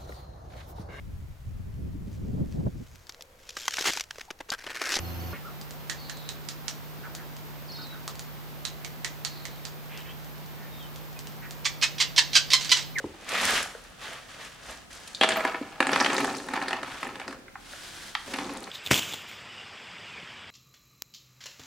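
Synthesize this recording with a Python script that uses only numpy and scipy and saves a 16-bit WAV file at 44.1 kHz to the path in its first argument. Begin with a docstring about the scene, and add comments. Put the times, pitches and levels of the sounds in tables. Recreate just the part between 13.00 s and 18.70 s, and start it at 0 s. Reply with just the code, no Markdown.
"""Dried beans scrape out of a paper packet into a cupped hand, close by in a small, quiet room.
A hand bumps the plank table, the paper snaps and crinkles, and a faint low rumble comes and goes.
After two seconds a stray bean drops and bounces, each clack making the planks ring. Then the handful
is tipped out: beans click together and rattle over the wood. The last beans follow, the empty packet
rubs in the hand and is laid down, and fingers stir the heap."""
import sys
import numpy as np
from scipy import signal
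from scipy.fft import rfft, irfft, next_fast_len
from scipy.io import wavfile

SR = 44100
rng = np.random.default_rng(int(sys.argv[2]) if len(sys.argv) > 2 else 0)


def generate_wav(signal):
    """Clip the signal to [-1, 1] and save it as 16-bit WAV at the path in sys.argv[1]."""
    frames = np.transpose(np.atleast_2d(signal))
    scaled = np.clip(frames, -1, 1) * 32767
    pcm = np.round(scaled).astype(np.int16)
    wavfile.write(sys.argv[1], SR, pcm)


N = 251497
TIME = np.arange(N) / SR
HIT_TIME = TIME[:SR // 8]   # the time axis of one short hit

# Levels in the tables are relative: the functions add their own gain on top.
# each tilt or shake sets beans sliding on the paper:
# t/s, rise/s, hold/s, time to fade by 20 dB/s, scrape level/dB, hiss compared with scrape/dB
SHAKES = [(-0.014, 0.034, 0.11, 3.8, -55, -4.5), (0.2, 0.016, .06, 1.4, -48.5, -6.5),
          (0.262, 0.075, .2, 0.1341, -29, -9), (0.394, 0.05, .13, 0.11, -29, -2.5),
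          (0.979, 0.057, 0.069, .24, -42, -6.5), (1.271, 0.032, 0.05, 0.36, -47.5, -5.5),
          (1.365, 0.057, 0.015, 0.24, -45, -4.5), (1.571, 0.12, 0.023, 0.17, -44.5, -2.5),
          (1.899, 0.012, 0.076, 1.6, -50.5, 0), (3.815, 0.063, .14, 0.12, -44, -7.5)]
# the paper wall rings lower as beans load its lip, then a little higher: t/s, f/Hz
WALL_PITCH = [(0.32, 2260), (0.45, 1910), (0.62, 1451), (1.1, 1610)]
# a hand bumps the table: t/s, level/dB, f/Hz
HAND_BUMPS = [(0.001, -31, 487), (0.041, -17.5, 279.5), (2.612, -20, 220), (5.278, -31, 476),
              (5.396, -26.5, 220)]
# the paper buckles: t/s, level/dB, snap f/Hz
CRINKLES = [(0.2904, -27.5, 3540), (0.6276, -25.5, 2090), (0.837, -51, 3584), (1.13, -40.5, 2960),
            (1.448, -38, 2210), (1.929, -38, 2720), (2.0759, -34.5, 3500), (5.3374, -33, 3170)]
# the packet is tapped: t/s, snap level/dB, snap f/Hz, pop level/dB, pop f/Hz
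PACKET_TAPS = [(0.658, -40, 1280, -31, 800), (0.7492, -34, 1360, -30.5, 560), (0.7791, -48, 1140, -82, 706),
               (4.4811, -35.5, 1720, -56, 1300), (4.555, -29.5, 1480, -30, 940),
               (4.7341, -33, 1580, -37, 636), (5.1512, -14.5, 2100, -25, 944)]
# a low rumble swells and sinks: t/s, level/dB
SWELL_LEVELS = [(1.45, -72), (1.65, -51.5), (1.85, -59.5), (2.0, -65)]
# bean meets bean: t/s, level/dB, f/Hz
BEAN_CLICKS = [(2.148, -22.5, 4000), (2.2897, -20.5, 7800), (2.8692, -27.5, 7700), (2.9321, -23.5, 5300),
               (3.001, -23, 5140), (3.007, -17, 5350), (3.1318, -25.5, 7030), (3.1658, -20.5, 4330),
               (3.181, -27, 6500), (3.3674, -34, 5740), (3.3842, -33, 4140), (3.6242, -32, 4220),
               (3.6825, -24, 4100), (3.7301, -44, 6000), (4.2794, -32, 4740), (5.444, -34.5, 3470),
               (5.5072, -39, 3950), (5.5694, -36, 3700), (5.6396, -33.5, 3900)]
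# beans strike the table: t/s, clack level/dB, f/Hz, hardness (boosts the crack)/dB, chatter/ratio
BEAN_HITS = [(2.211, -6, 2590, -14, 4.6), (2.2263, -11.5, 2800, -14, 1.1), (2.2339, -8.5, 1490, -0.5, 1.4),
             (2.242, -12.5, 1180, -2, 2.4), (2.2897, -16.5, 1970, -1, 0.86), (2.3047, -19, 1700, -1, 3.4),
             (2.3195, -21.5, 2160, 4.5, 3.1), (2.3588, -19, 1390, -26, 0.67),
             (2.4055, -15.5, 1490, -26, 2.4), (2.4505, -10, 1420, -19, 0.95), (2.475, -30, 1520, 2.5, 2.4),
             (2.5447, -17.5, 1616, -66, 1.7), (2.8039, -6, 1830, -11, 1.2), (2.827, -13, 1990, -14, 0.79),
             (2.8694, -15, 1880, -8.5, 0.31), (2.8923, -13.5, 1810, -27, 1.5), (2.9301, -13, 1330, -3, 3.8),
             (2.9593, -10, 1460, -5.5, 1.4), (3.0015, -20, 1820, 2.5, .9), (3.0122, -11.5, 1340, -27, 2),
             (3.046, -13.5, 1810, -3, 1.5), (3.0612, -10, 1720, -5.5, 1.2), (3.1005, -14.5, 2100, -16, 2.3),
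             (3.1311, -22, 1810, -19, 1.5), (3.181, -14, 1600, -10, 1.6), (3.2442, -15.5, 1250, -8, 1.8),
             (3.278, -21.5, 1180, -14, 1), (3.4012, -29.5, 1690, -11.5, 0.77),
             (3.4861, -21.5, 1370, -11.5, 1.4), (3.5358, -16.5, 1500, -12.5, 1.6),
             (3.5731, -17.5, 1460, -37, 2.3), (3.616, -19.5, 1810, -30, 1), (3.624, -19, 1200, -16, 1.8),
             (3.682, -19, 1580, -9, 1.4), (3.707, -21, 1280, -7, 2.3), (3.7301, -15.5, 1910, -15, 1.7),
             (3.8304, -20, 1480, -9.5, 1.3), (3.8802, -29.5, 1400, -18, 1.1),
             (4.0298, -18.5, 1780, -16, 1.1), (4.0682, -25.5, 1750, -26, 1.9),
             (4.1563, -31.5, 2390, -3, 1.2), (4.198, -27, 1860, -5, 3), (4.2152, -26, 1810, -27, 2.8),
             (4.2795, -22.5, 1550, -16, 1.4), (4.3082, -33.5, 1720, -6, 1.1), (4.3265, -27, 1330, -15, 1.1),
             (5.3369, -20.5, 2100, -3.5, 3.4), (5.3866, -21, 1830, -3.5, 1.7), (5.409, -43, 1760, -18, 1.3)]
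# each batch of beans rolls, then comes to rest:
# t/s, rise/s, hold/s, time to fade by 20 dB/s, rattle level/dB, rumble level/dB, friction level/dB
SPILLS = [(2.26, 0.023, 0.053, 0.4, -28, -42.5, -47.5), (2.817, .13, 0.2, 0.34, -27.5, -39, -41),
          (3.172, 0.015, 0.016, 0.46, -50, -38.5, -39), (3.476, 0.043, 0.22, 0.39, -36, -49, -54),
          (4.022, .01, .03, 0.38, -39, -48.5, -53), (4.252, 0.025, 0.024, 0.24, -50, -48, -60.5),
          (5.249, 0.13, 0.028, 0.74, -37, -45, -45.5)]
# the stray bean skids with a thin chirp: t/s, level/dB, f/Hz
SKID_CHIRP = [(2.368, -31.5, 12700)]
# the empty packet rubs in the hand: t/s, level/dB
RUB_LEVELS = [(4.45, -79), (4.584, -59), (4.72, -45), (4.878, -44.5), (5.08, -45), (5.17, -53), (5.32, -42)]
# the table's own notes: f/Hz, level when hit by the stray bean/dB, level when hit under the heap/dB
PLANK_NOTES = [(224, 0.5, -6), (264.4, -24, 6), (376.6, -5, -1), (490, 4, -27), (525, -32, 0),
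               (643.4, 8, -3.5), (781, 6.5, 5), (844, -39, 5), (923, -26, -0.5), (982, 3, -4),
               (1053, -19, -5.5), (1280, -1, -9), (1712, -3, -3), (1810, -7, 0.5), (2050, -15, -26),
               (2230, -8, -18), (2500, -22, -19), (2720, -6, -15), (2943, -3, -8), (3245, -0.5, -14),
               (3500, -17, -12)]

# tone of the room's background noise: f/Hz, level/dB
AIR_TONE = [(20, -20), (36, 3), (56, -2), (85, -5), (130, -2), (280, -7.5), (450, -16.5), (700, -21),
            (1200, -18), (2500, -19), (10000, -29.5), (16000, -33)]
# tone of beans scraping paper: f/Hz, level/dB
SCRAPE_TONE = [(600, -29), (900, -9), (1220, 0.5), (1400, -3.5), (1680, 0), (2150, -2.5), (2600, -3.5),
               (3200, -3), (4300, -9), (7000, -21.5), (11000, -24), (16000, -36)]
# tone of the hollow packet drumming: f/Hz, level/dB
HOLLOW_TONE = [(70, -59), (130, -15.5), (210, -5.5), (260, -2), (335, -9), (480, 0), (750, 1.5),
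               (1000, -3.5), (1600, -10), (4000, -48)]
# tone of sliding husks: f/Hz, level/dB
HISS_TONE = [(2000, 0), (4300, 2.5), (6000, 4.5), (9000, -1), (11500, -9.5), (15500, -28)]
# tone of beans landing in the palm: f/Hz, level/dB
PALM_TONE = [(80, -28), (200, 1), (250, -0.5), (340, -20), (800, -35)]
# tone of the room's echoes: f/Hz, level/dB
ECHO_TONE = [(60, 8), (250, -4.5), (550, 0), (1000, -1.5), (3500, 3), (8000, -2), (16000, -5.5)]
# tone of the low swell: f/Hz, level/dB
SWELL_TONE = [(20, -23), (40, -13), (56, 14), (72, -17), (120, -40), (300, -80)]
# tone of rolling beans: f/Hz, level/dB
RATTLE_TONE = [(400, -34), (650, 1.5), (900, 1.5), (1400, 5), (1800, -2), (2400, 2.5), (3200, -9),
               (4500, -8.5), (8000, -32)]
# tone of the wood under them: f/Hz, level/dB
RUMBLE_TONE = [(70, -43), (125, -10), (180, -11), (250, -5.5), (360, -6.5), (530, -4.5), (700, -17),
               (1200, -44)]
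# tone of rubbed paper: f/Hz, level/dB
RUB_TONE = [(180, -15), (300, -7.5), (425, -11.5), (462, -11.5), (946, -8), (1250, -10), (1460, -4),
            (2280, -9), (3290, -7), (9390, -16), (16000, -32)]
# how long the echoes last (t60 is the time to fade by 60 dB): f/Hz, t60/s
ECHO_T60 = [(200, 0.47), (500, 0.45), (1500, 0.44), (4000, 0.08), (12000, 0.73)]
# stereo width of the sounds, as side (left-right difference) over mid (shared part): f/Hz, level/dB
WIDTH = [(60, -20), (200, -31), (600, -14), (1400, -11.5), (3000, -8.5), (6000, -6.5), (10000, -4),
         (15000, -2)]
# stereo width of the background noise, side over mid: f/Hz, level/dB
AIR_WIDTH = [(60, -9), (130, -5.5), (290, 0.5), (640, 10.5), (1410, 4.5), (3100, 3.5), (6820, 3),
             (15000, 0)]


def from_db(db):
    """Turn decibels into a number to multiply by."""
    return np.exp(np.asarray(db) * (np.log(10) / 20))


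def rms_one(x):
    """Scale a signal so that its average strength (rms) is 1."""
    return x / np.sqrt(np.mean(x ** 2) + 1e-20)


def level_curve(rows):
    """Join (time, level) points into a gain curve that fades quickly at both ends."""
    s, db = np.transpose(rows)
    fade = np.interp(TIME, [s[0] - .01, s[0], s[-1], s[-1] + .02], [0, 1, 1, 0])
    return fade * from_db(np.interp(TIME, s, db))


def at_hz(points, hz):
    """Read a table between its rows, with every octave equally wide."""
    f, value = np.transpose(points)
    return np.interp(np.log(np.maximum(hz, 1)), np.log(f), value)


def band(x, low_hz, high_hz, order=3):
    """Keep the sound between two frequencies."""
    edges = np.clip([low_hz, high_hz], 10, .45 * SR)
    return signal.sosfilt(signal.butter(order, edges, "band", fs=SR, output="sos"), x)


def resonance(x, hz, width_hz):
    """Ring at one pitch; the narrower the width, the longer the ring."""
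    r = np.exp(-np.pi * width_hz / SR)
    feedback = [1, -2 * r * np.cos(2 * np.pi * hz / SR), r * r]
    return signal.lfilter(np.array([1, 0, -1]) * (1 - r * r) / 2, feedback, x + 1e-18)


def spread(pair, tone, width=WIDTH):
    """Turn two unrelated signals into stereo with a given tone and width; rms 1."""
    size = next_fast_len(pair.shape[1])
    hz = np.arange(size // 2 + 1) * SR / size
    mid, side = rfft(pair, size) * from_db(at_hz(tone, hz))
    left_right = mid + from_db(at_hz(width, hz)) * side * [[1], [-1]]
    return rms_one(irfft(left_right, size)[:, :pair.shape[1]])


def movement(s, rise_s, hold_s, fade_s):
    """Beans gather speed evenly, keep going, then friction stops them."""
    age = TIME - s
    return np.clip(age / rise_s, 0, 1) * from_db(-20 * np.maximum(age - rise_s - hold_s, 0) / fade_s)


def together(gains):
    """Unrelated movements add in power, so sum their squares."""
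    return np.sqrt(np.sum(np.square(gains), axis=0))


def grains(tone, per_s, size_db, smooth, clump_db):
    """Tiny uneven contacts over smooth friction, in 12 ms clumps as beans catch and slip; rms 1."""
    contacts = rng.random(N) < per_s / SR
    sizes = from_db(size_db * np.minimum(rng.exponential(1, N), 3))
    clump_times = np.arange(0, TIME[-1], .012)
    clumps = from_db(clump_db * np.interp(TIME, clump_times, rng.uniform(-1, 1, len(clump_times))))
    ticks = rms_one(contacts * sizes * rng.choice([-1, 1], (2, N)))
    friction = smooth * rng.standard_normal((2, N))
    return spread(clumps * (ticks + friction), tone)


def flicks(per_s, middle_hz, octaves, size_db, width_share):
    """Scattered ticks on six pitches, each tick with its own strength and place; rms 1."""
    out = np.zeros((2, N))
    pitches = middle_hz * 2 ** (octaves * np.linspace(-1, 1, 6))
    for hz in pitches:
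        when, size, pan = rng.random((int(per_s * TIME[-1] / len(pitches)), 3)).T
        clicks = np.zeros((2, N))
        clicks[:, (when * N).astype(int)] = from_db(size_db * size) * np.array([pan, 1 - pan])
        out += resonance(clicks, hz, width_share * hz)
    return rms_one(band(out, pitches[0] / 2, pitches[-1] * 1.15, order=2))


def burst(low_hz, high_hz, t60, chatter, width):
    """One contact in stereo: a click, then noisy chatter that dies away in t60 seconds."""
    white = rng.standard_normal((2, len(HIT_TIME)))
    rebound = np.minimum(HIT_TIME / .001, 1) ** 2
    drive = np.vstack([HIT_TIME == 0, white * rebound * from_db(-60 * HIT_TIME / t60)])
    click, tail, side = band(drive + 1e-18 * white[0], low_hz, high_hz)
    mid = rms_one(rms_one(click) + chatter * rms_one(tail))
    stereo = mid + width * rms_one(side) * [[1], [-1]]
    return stereo * np.sqrt(.004 / HIT_TIME[-1])   # about the energy of 4 ms at rms 1


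def add(out, s, sound):
    """Mix a sound in at s seconds."""
    start = max(round(s * SR), 0)
    out[:, start:start + sound.shape[1]] += sound[:, :N - start]


def room_air(level_db):
    """The steady, soft noise of a still room."""
    return from_db(level_db) * spread(rng.standard_normal((2, N)), AIR_TONE, AIR_WIDTH)


def sliding(scrape_db, wall_db, hollow_db, hiss_db, palm_db, crinkle_db):
    """Beans slip along the paper, which drums and crinkles, and patter into the palm."""
    moving = np.array([movement(*row[:4]) for row in SHAKES])
    db, brightness = np.transpose(SHAKES)[4:, :, None]
    scrape = together(from_db(db) * moving)
    hiss = together(from_db(db + brightness) * moving)
    drum, patter = scrape ** .76, scrape ** 1.53   # only a fast pour is heard in the palm
    out = from_db(scrape_db) * scrape * grains(SCRAPE_TONE, 2500, size_db=3.5, smooth=.54, clump_db=4)
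    out += from_db(wall_db) * scrape * wall_ring(half_width_hz=360)
    out += from_db(hollow_db) * drum * grains(HOLLOW_TONE, 1200, size_db=6.5, smooth=1, clump_db=5.5)
    out += from_db(hiss_db) * hiss * grains(HISS_TONE, 2600, size_db=-1, smooth=.42, clump_db=1.5)
    out += from_db(palm_db) * patter * spread(rng.standard_normal((2, N)), PALM_TONE)
    crinkles = flicks(per_s=70, middle_hz=4300, octaves=1.2, size_db=13, width_share=.34)
    return out + from_db(crinkle_db) * hiss * crinkles


def wall_ring(half_width_hz):
    """The scraped paper wall rings: a band of noise around a gliding pitch; rms 1."""
    mid, side = band(rng.standard_normal((2, N)), 10, half_width_hz, order=2)
    pitch = np.interp(TIME, *np.transpose(WALL_PITCH))
    glide = np.sin(2 * np.pi * np.cumsum(pitch) / SR)
    return rms_one((mid + .1 * side * [[1], [-1]]) * glide)


def hand_bumps(level_db):
    """A soft hand only wakes the low notes of the table."""
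    out = np.zeros((2, N))
    for s, db, hz in HAND_BUMPS:
        note = burst(hz / 1.28, hz * 1.36, t60=.053, chatter=1, width=.033)
        thud = from_db(-6.5) * burst(80, 580, t60=.022, chatter=11, width=.1)
        add(out, s, from_db(db + level_db) * (note + thud))
    return out


def room_echo(x, level_db, first_echo_s):
    """Sound bounces off nearby walls, each octave dying away at its own speed."""
    t = TIME[:SR // 2]
    white = rng.standard_normal((2, len(t)))
    edges = np.geomspace(60, 18000, 9)
    tail = np.zeros_like(white)
    for low, high in zip(edges, edges[1:]):
        t60 = at_hz(ECHO_T60, np.sqrt(low * high))
        tail += band(white * from_db(-60 * t / t60), low, high, order=1)
    fade_in = np.clip(t / first_echo_s - 1, 0, 1)
    tail = spread(tail, ECHO_TONE) * fade_in / np.sqrt(len(t))
    return from_db(level_db) * signal.fftconvolve(x.mean(axis=0)[None], tail, axes=1)[:, :N]


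def packet_snaps(buckle_db, crackle_db, snap_db, pop_db):
    """Buckling paper snaps and crackles; a tapped packet snaps and gives a hollow pop."""
    out = np.zeros((2, N))
    for s, db, hz in CRINKLES:
        buckle = burst(hz / np.sqrt(2), hz * np.sqrt(2), t60=.02, chatter=1.5, width=.28)
        crackle = burst(4400, 10600, t60=.039, chatter=2.4, width=.63)
        add(out, s, from_db(db + buckle_db) * buckle + from_db(db + crackle_db) * crackle)
    for s, db, hz, pop_level, pop_hz in PACKET_TAPS:
        reach = 1.22 + 3 * from_db(db)   # a harder tap covers more frequencies
        snap = burst(hz / reach, hz * reach, t60=.017, chatter=1.3, width=.28)
        pop = burst(pop_hz / 2 ** .25, pop_hz * 2 ** .25, t60=.025, chatter=.8, width=.15)
        add(out, s, from_db(db + snap_db) * snap + from_db(pop_level + pop_db) * pop)
    return out


def low_swell():
    """A faint, very deep rumble rises and sinks under the quiet slide."""
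    return level_curve(SWELL_LEVELS) * spread(rng.standard_normal((2, N)), SWELL_TONE)


def bean_clicks(level_db, ring_t60, chirp_db):
    """Two hard beans meet and ring very briefly; a skidding one chirps."""
    out = np.zeros((2, N))
    for s, db, hz in BEAN_CLICKS:
        ring = burst(hz / 1.18, hz * 1.175, ring_t60, chatter=.76, width=.27)
        tick = from_db(-9) * burst(4000, 8400, ring_t60, chatter=2.6, width=.43)
        add(out, s, from_db(db + level_db) * (ring + tick))
    for s, db, hz in SKID_CHIRP:
        chirp = burst(hz / 1.1, hz * 1.16, t60=.037, chatter=3, width=.92)
        add(out, s, from_db(db + chirp_db) * chirp)
    return out


def bean_hits(clack_db, knock_db, crack_db, tick_db, clack_t60, knock_t60):
    """A bean lands: it clacks, the wood knocks, the shell cracks and the husk ticks."""
    out = np.zeros((2, N))
    for s, db, hz, hardness, chatter in BEAN_HITS:
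        knock, crack, tick = .97 * db, db + hardness, .78 * db + .31 * hardness
        t60 = clack_t60 * (.5 + .5 * chatter)   # a glancing bean chatters longer
        add(out, s, from_db(db + clack_db) * burst(hz / 1.475, hz * 1.48, t60, chatter, width=.27))
        add(out, s, from_db(knock + knock_db) * burst(261, 1320, knock_t60, chatter, width=.096))
        add(out, s, from_db(crack + crack_db) * burst(1440, 4230, t60, chatter, width=.37))
        add(out, s, from_db(tick + tick_db) * burst(3260, 9400, t60=.057, chatter=1, width=.7))
    return out


def table_ring(blows, heap_start_s, stray_db, heap_db, leg_damping_hz):
    """The planks ring on; how loud each note is depends on where they are struck."""
    on_heap, force = TIME > heap_start_s, blows.mean(axis=0)
    lowest_hz = PLANK_NOTES[0][0]
    out = np.zeros(N)
    for hz, at_stray, at_heap in PLANK_NOTES:
        gain = np.where(on_heap, from_db(at_heap + heap_db), from_db(at_stray + stray_db))
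        leg_loss = leg_damping_hz * (lowest_hz / hz) ** 2   # the legs cut the low notes short
        out += resonance(force * gain, hz, width_hz=14.3 + .015 * hz + leg_loss)
    return out


def rolling(rattle_db, rumble_db, friction_db, flick_db):
    """Lopsided beans wobble over the grain of the wood, rubbing and flicking against each other."""
    moving = np.array([movement(*row[:4]) for row in SPILLS])
    levels_db = np.transpose(SPILLS)[4:, :, None]
    rattle, rumble, friction = [together(from_db(db) * moving) for db in levels_db]
    taps = from_db(rattle_db) * rattle * grains(RATTLE_TONE, 600, size_db=2, smooth=.64, clump_db=7.5)
    wood = from_db(rumble_db) * rumble * grains(RUMBLE_TONE, 400, size_db=4, smooth=.92, clump_db=2)
    husks = from_db(friction_db) * friction * grains(HISS_TONE, 500, size_db=-2, smooth=1, clump_db=1.5)
    ticks = flicks(per_s=55, middle_hz=6500, octaves=.67, size_db=11, width_share=.12)
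    return taps + wood + husks + from_db(flick_db) * friction * ticks


def packet_rub(level_db):
    """The empty packet rustles as its paper rubs in the hand."""
    rustle = grains(RUB_TONE, per_s=4000, size_db=2, smooth=1.06, clump_db=2)
    return from_db(level_db) * level_curve(RUB_LEVELS) * rustle


def scene():
    """Mix the packet, hands, beans and table, and place them in the room."""
    paper = sliding(scrape_db=-1, wall_db=-8.5, hollow_db=-16.5, hiss_db=-1.5,
                    palm_db=-9, crinkle_db=-9.5)
    bumps = hand_bumps(level_db=-7)
    paper += packet_snaps(buckle_db=-7.5, crackle_db=-7.5, snap_db=-6.5, pop_db=-5)
    clicks = bean_clicks(level_db=-7, ring_t60=.037, chirp_db=-5.5)
    beans = bean_hits(clack_db=-11, knock_db=-17, crack_db=-7.5, tick_db=-24.5,
                      clack_t60=.019, knock_t60=.032)
    beans += rolling(rattle_db=-5, rumble_db=-2, friction_db=-3.5, flick_db=-5)
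    wood = table_ring(beans, heap_start_s=2.78, stray_db=4, heap_db=3, leg_damping_hz=43.4)
    near = paper + bumps + clicks + beans + wood + packet_rub(level_db=.5)
    echo = room_echo(near, level_db=-7, first_echo_s=.0047)
    return near + echo + room_air(level_db=-53) + low_swell()


def record(dry):
    """Cut away the treble above 16000 Hz with a steep filter."""
    return signal.sosfiltfilt(signal.ellip(10, .1, 70, 16000, fs=SR, output="sos"), dry)


dry = scene()
out = record(dry)
generate_wav(out)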